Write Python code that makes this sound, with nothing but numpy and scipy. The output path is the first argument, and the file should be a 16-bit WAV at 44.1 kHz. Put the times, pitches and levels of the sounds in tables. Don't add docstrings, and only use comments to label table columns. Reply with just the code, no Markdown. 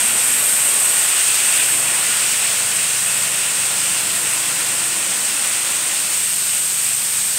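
import sys
import numpy as np
from scipy import signal
from scipy.fft import rfft, irfft
from scipy.io import wavfile
from scipy.ndimage import map_coordinates

SR = 44100
rng = np.random.default_rng(int(sys.argv[2]) if len(sys.argv) > 2 else 0)


def log_audio(samples):
    frames = np.atleast_2d(samples).T
    limited = np.clip(frames, -1, 1)
    pcm = np.round(limited * 32767).astype(np.int16)
    wavfile.write(sys.argv[1], SR, pcm)


N = 325557

# centre in seconds, spread in seconds, rise in dB.
SLUGS = [(2.0, 0.14, 2.4), (4.45, .25, .8)]

AIRFLOW = { "slot": (-22, 1.19, -0.5, 1.2, 1.5), "spray": (-30, 0.82, -3, -1, 1.5),
           "edge": (-38, 1.97, -2.5, 7.5, -1), "pile": (-26.5, 0.43, 4, -.1, 0.2),
           "head": (-35, 1.27, 5.5, -2.9, 4), "neck": (-36.5, 0.84, 2, -5, 1),
           "hose": (-33, 0.31, -2.96, -5.5, -0.2), }


def undb(db):
    return 10 ** (np.asarray(db) / 20)


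def unit(x):
    return x / np.sqrt(np.mean(x ** 2))


def curves(table):
    times, *columns = np.transpose(table)
    return [np.interp(np.arange(N) / SR, times, column) for column in columns]


def swell(at_s, width_s):
    return np.exp(-.5 * ((np.arange(N) / SR - at_s) / width_s) ** 2)


def swells(table):
    return sum(height * swell(at_s, width_s) for at_s, width_s, height in table)


def walk(rate):
    f = np.fft.rfftfreq(N, 1 / SR)
    smoothed = rfft(rng.standard_normal(N)) / (1 + (f / rate) ** 2)
    return unit(irfft(smoothed, N))


def turbulence(points):
    f = np.fft.rfftfreq(N, 1 / SR)
    hz, db = np.transpose(points)
    colour = undb(np.interp(np.log(f + 1), np.log(hz), db))
    return unit(irfft(rfft(rng.standard_normal(N)) * colour, N))


def resonances(modes, skirt):
    f = np.fft.rfftfreq(N, 1 / SR)
    spectrum = 0
    for hz, width, db in modes:
        detune = (f - hz) / width
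        response = undb(db) / (1 + 2j * detune) / (1 + (detune / skirt) ** 2)
        spectrum = spectrum + response * rfft(rng.standard_normal(N))
    return unit(irfft(spectrum, N))


def building_rumble():
    # frequency in Hz, relative level in dB.
    rumble_spectrum = [(20, -21), (60, -13), (80, -9), (100, -1), (140, -4), (220, -12), (500, -10),
                       (2000, -42)]
    return turbulence(rumble_spectrum) * undb(-53 + 1.0 * walk(3.3))


def machine():
    # multiple of the shaft rate, relative level in dB.
    hum_orders = [(2, -28), (3, -16.5), (4, -9), (5, 2.5), (6, -1.5)]
    # time in seconds, level in dB.
    hum_level = [(0, -50), (0.5, -50), (1.2, -54), (1.85, -46), (2.3, -51), (2.7, -46.5), (4.75, -46.5),
                 (5.2, -52.5), (6.05, -52.5), (7.38, -50)]
    # centre in seconds, spread in seconds, change in dB.
    top_line_nodes = [(.95, 0.35, -19), (5.75, 0.15, -5)]
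    shaft_hz, top_line_db = 24.5, -51
    turns = np.cumsum(shaft_hz * (1 + 0.0025 * walk(2.1))) / SR

    def line(order):
        return undb(1.2 * walk(2.8)) * np.sin(2 * np.pi * (order * turns + rng.random()))

    low = sum(undb(db) * line(order=round(k)) for k, db in hum_orders)
    low_hum = unit(low) * undb(curves(hum_level)[0])
    top_line = unit(line(order=8)) * undb(top_line_db + swells(top_line_nodes) + 1.2 * walk(5))
    return low_hum + top_line


def drone():
    # frequency in Hz, width in Hz before the skirt narrows it, level in dB.
    hose_modes = [(180, 18, -3.5), (235, 41, 0), (319, 38, 0)]
    # centre in seconds, spread in seconds, which resonance (counted from 0), peak level in dB.
    bends = [(.1, .55, 1, -47), (1.72, 0.15, 2, -46), (1.9, 0.45, 1, -53), (3.9, 1.45, 0, -50.5),
             (4.9, 1.18, 2, -48), (5.3, 0.25, 1, -53)]
    total = 0
    for at_s, width_s, which, db in bends:
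        tone = resonances([hose_modes[round(which)]], skirt=1.4)
        total = total + tone * undb(db) * swell(at_s, width_s)
    return total


def hose(rush_db):
    # frequency in Hz, relative level in dB.
    hose_spectrum = [(60, -37), (95, -14), (150, -11.5), (230, -3), (300, -4.5), (390, -3), (540, .5),
                     (800, 0.5), (1050, 2), (1500, -5), (3000, -4), (8000, -41)]
    return turbulence(hose_spectrum) * undb(rush_db + swells(SLUGS) + 0.35 * walk(9))


def room(x, echo_db, sway_s, near_s, far_s, count=14):
    i = np.arange(N)
    out = x
    for lag in np.geomspace(near_s, far_s, count):
        stretch, start = rng.random(2)
        sway = sway_s * np.sin(2 * np.pi * (0.0786 * i / SR + start))
        delay = lag * (.9 + .2 * stretch) + sway
        echo = map_coordinates(x, [i - delay * SR], order=3, mode="mirror")
        out = out + undb(echo_db) * rng.choice([-1, 1]) * echo
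    return out / np.sqrt(1 + count * undb(echo_db) ** 2)


def airflow_levels():
    # time in seconds, strength in steps.
    suction = [(0, 3.5), (0.7, 4.5), (0.98, 4.5), (1.22, 4.0), (1.7, 4), (1.87, 2.5), (2.4, 2.0),
               (2.95, 1.3), (5.3, 0.5), (7.38, 0.15)]
    # time in seconds, opening from 0 to 1.
    lip_gap = [(0, 0.17), (0.45, 0.1), (0.78, 0), (0.9, 0.2), (1.25, 0.8), (1.8, 0.3), (2.1, 0.93),
               (2.8, 0.66), (4.3, 0.59), (5.65, 0.62), (6.4, 0.47), (7.38, 0.5)]
    # time in seconds, strength.
    brief_lifts = [(.05, .6), (1.6, .7), (2.42, 0.54), (2.81, .5), (3.12, 0.86), (3.89, .5), (4.34, 0.59),
                   (5.46, .6), (6.27, 0.92), (6.57, 1.4), (6.87, 1.2), (7.17, 0.64)]
    lift_width_s = 0.04
    seal_at_s, seal_takes_s = 5.83, 0.45

    flow, gap = curves(suction)[0], curves(lip_gap)[0]
    sealed = np.clip((np.arange(N) / SR - seal_at_s) / seal_takes_s, 0, 1)
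    lift = sum(strength * swell(at_s, lift_width_s) for at_s, strength in brief_lifts)
    levels = {}
    for part, (db, per_flow, open_db, sealed_db, lift_db) in AIRFLOW.items():
        levels[part] = db + per_flow * flow + open_db * gap + sealed_db * sealed + lift_db * lift
    return levels


def wand(db):
    # frequency in Hz, width in Hz before the skirt narrows it, relative level in dB.
    slot_modes = [(8410, 925, 0)]
    edge_modes = [(12600, 2300, 0)]
    head_modes = [(2702, 530, 2), (2460, 470, -3.5), (3400, 660, -5.5)]
    neck_modes = [(1436, 200, -0.92), (1890, 350, -1.3)]
    # frequency in Hz, relative level in dB.
    spray_spectrum = [(4000, -36), (8500, -1.5), (10000, 0.5), (11200, 0.5), (12200, -3.5), (13200, -14),
                      (16000, -23)]
    pile_spectrum = [(300, -30.5), (1500, -4.5), (3200, -1), (4500, 0.5), (6000, 1), (7300, 4), (9300, 1.5),
                     (10500, -10), (13000, -25), (14500, -3), (16000, -9)]
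    # centre in seconds, spread in seconds, rise in dB.
    wet_patches = [(.42, .12, 2), (3.15, .1, 2), (4.2, .17, 1.3)]

    wet_db = swells(wet_patches)
    slot = resonances(slot_modes, skirt=1.87) * undb(db["slot"] + .42 * walk(20))
    spray = turbulence(spray_spectrum) * undb(db["spray"] + wet_db + .5 * walk(150))
    edge = resonances(edge_modes, skirt=1.5) * undb(db["edge"] + wet_db + 0.76 * walk(25))
    pile = turbulence(pile_spectrum) * undb(db["pile"] + 0.64 * walk(15))
    head = resonances(head_modes, skirt=3.7) * undb(db["head"] + 1.0 * walk(12))
    neck = resonances(neck_modes, skirt=3.1) * undb(db["neck"] + swells(SLUGS) + 0.72 * walk(11))
    return slot + spray + edge + pile + head + neck


def scene():
    db = airflow_levels()
    rush = room(hose(db["hose"]), echo_db=-18, sway_s=0.00082, near_s=.018, far_s=.06, count=6)
    hiss = room(wand(db), echo_db=-23.0, sway_s=0.000309, near_s=.006, far_s=.04, count=16)
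    mono = building_rumble() + machine() + drone() + rush + hiss
    return np.array([mono, mono])


def record(dry):
    top_hz = 15700
    low_pass = signal.ellip(12, .1, 80, top_hz, fs=SR, output="sos")
    return signal.sosfilt(low_pass, dry)


dry = scene()
out = record(dry)
log_audio(out)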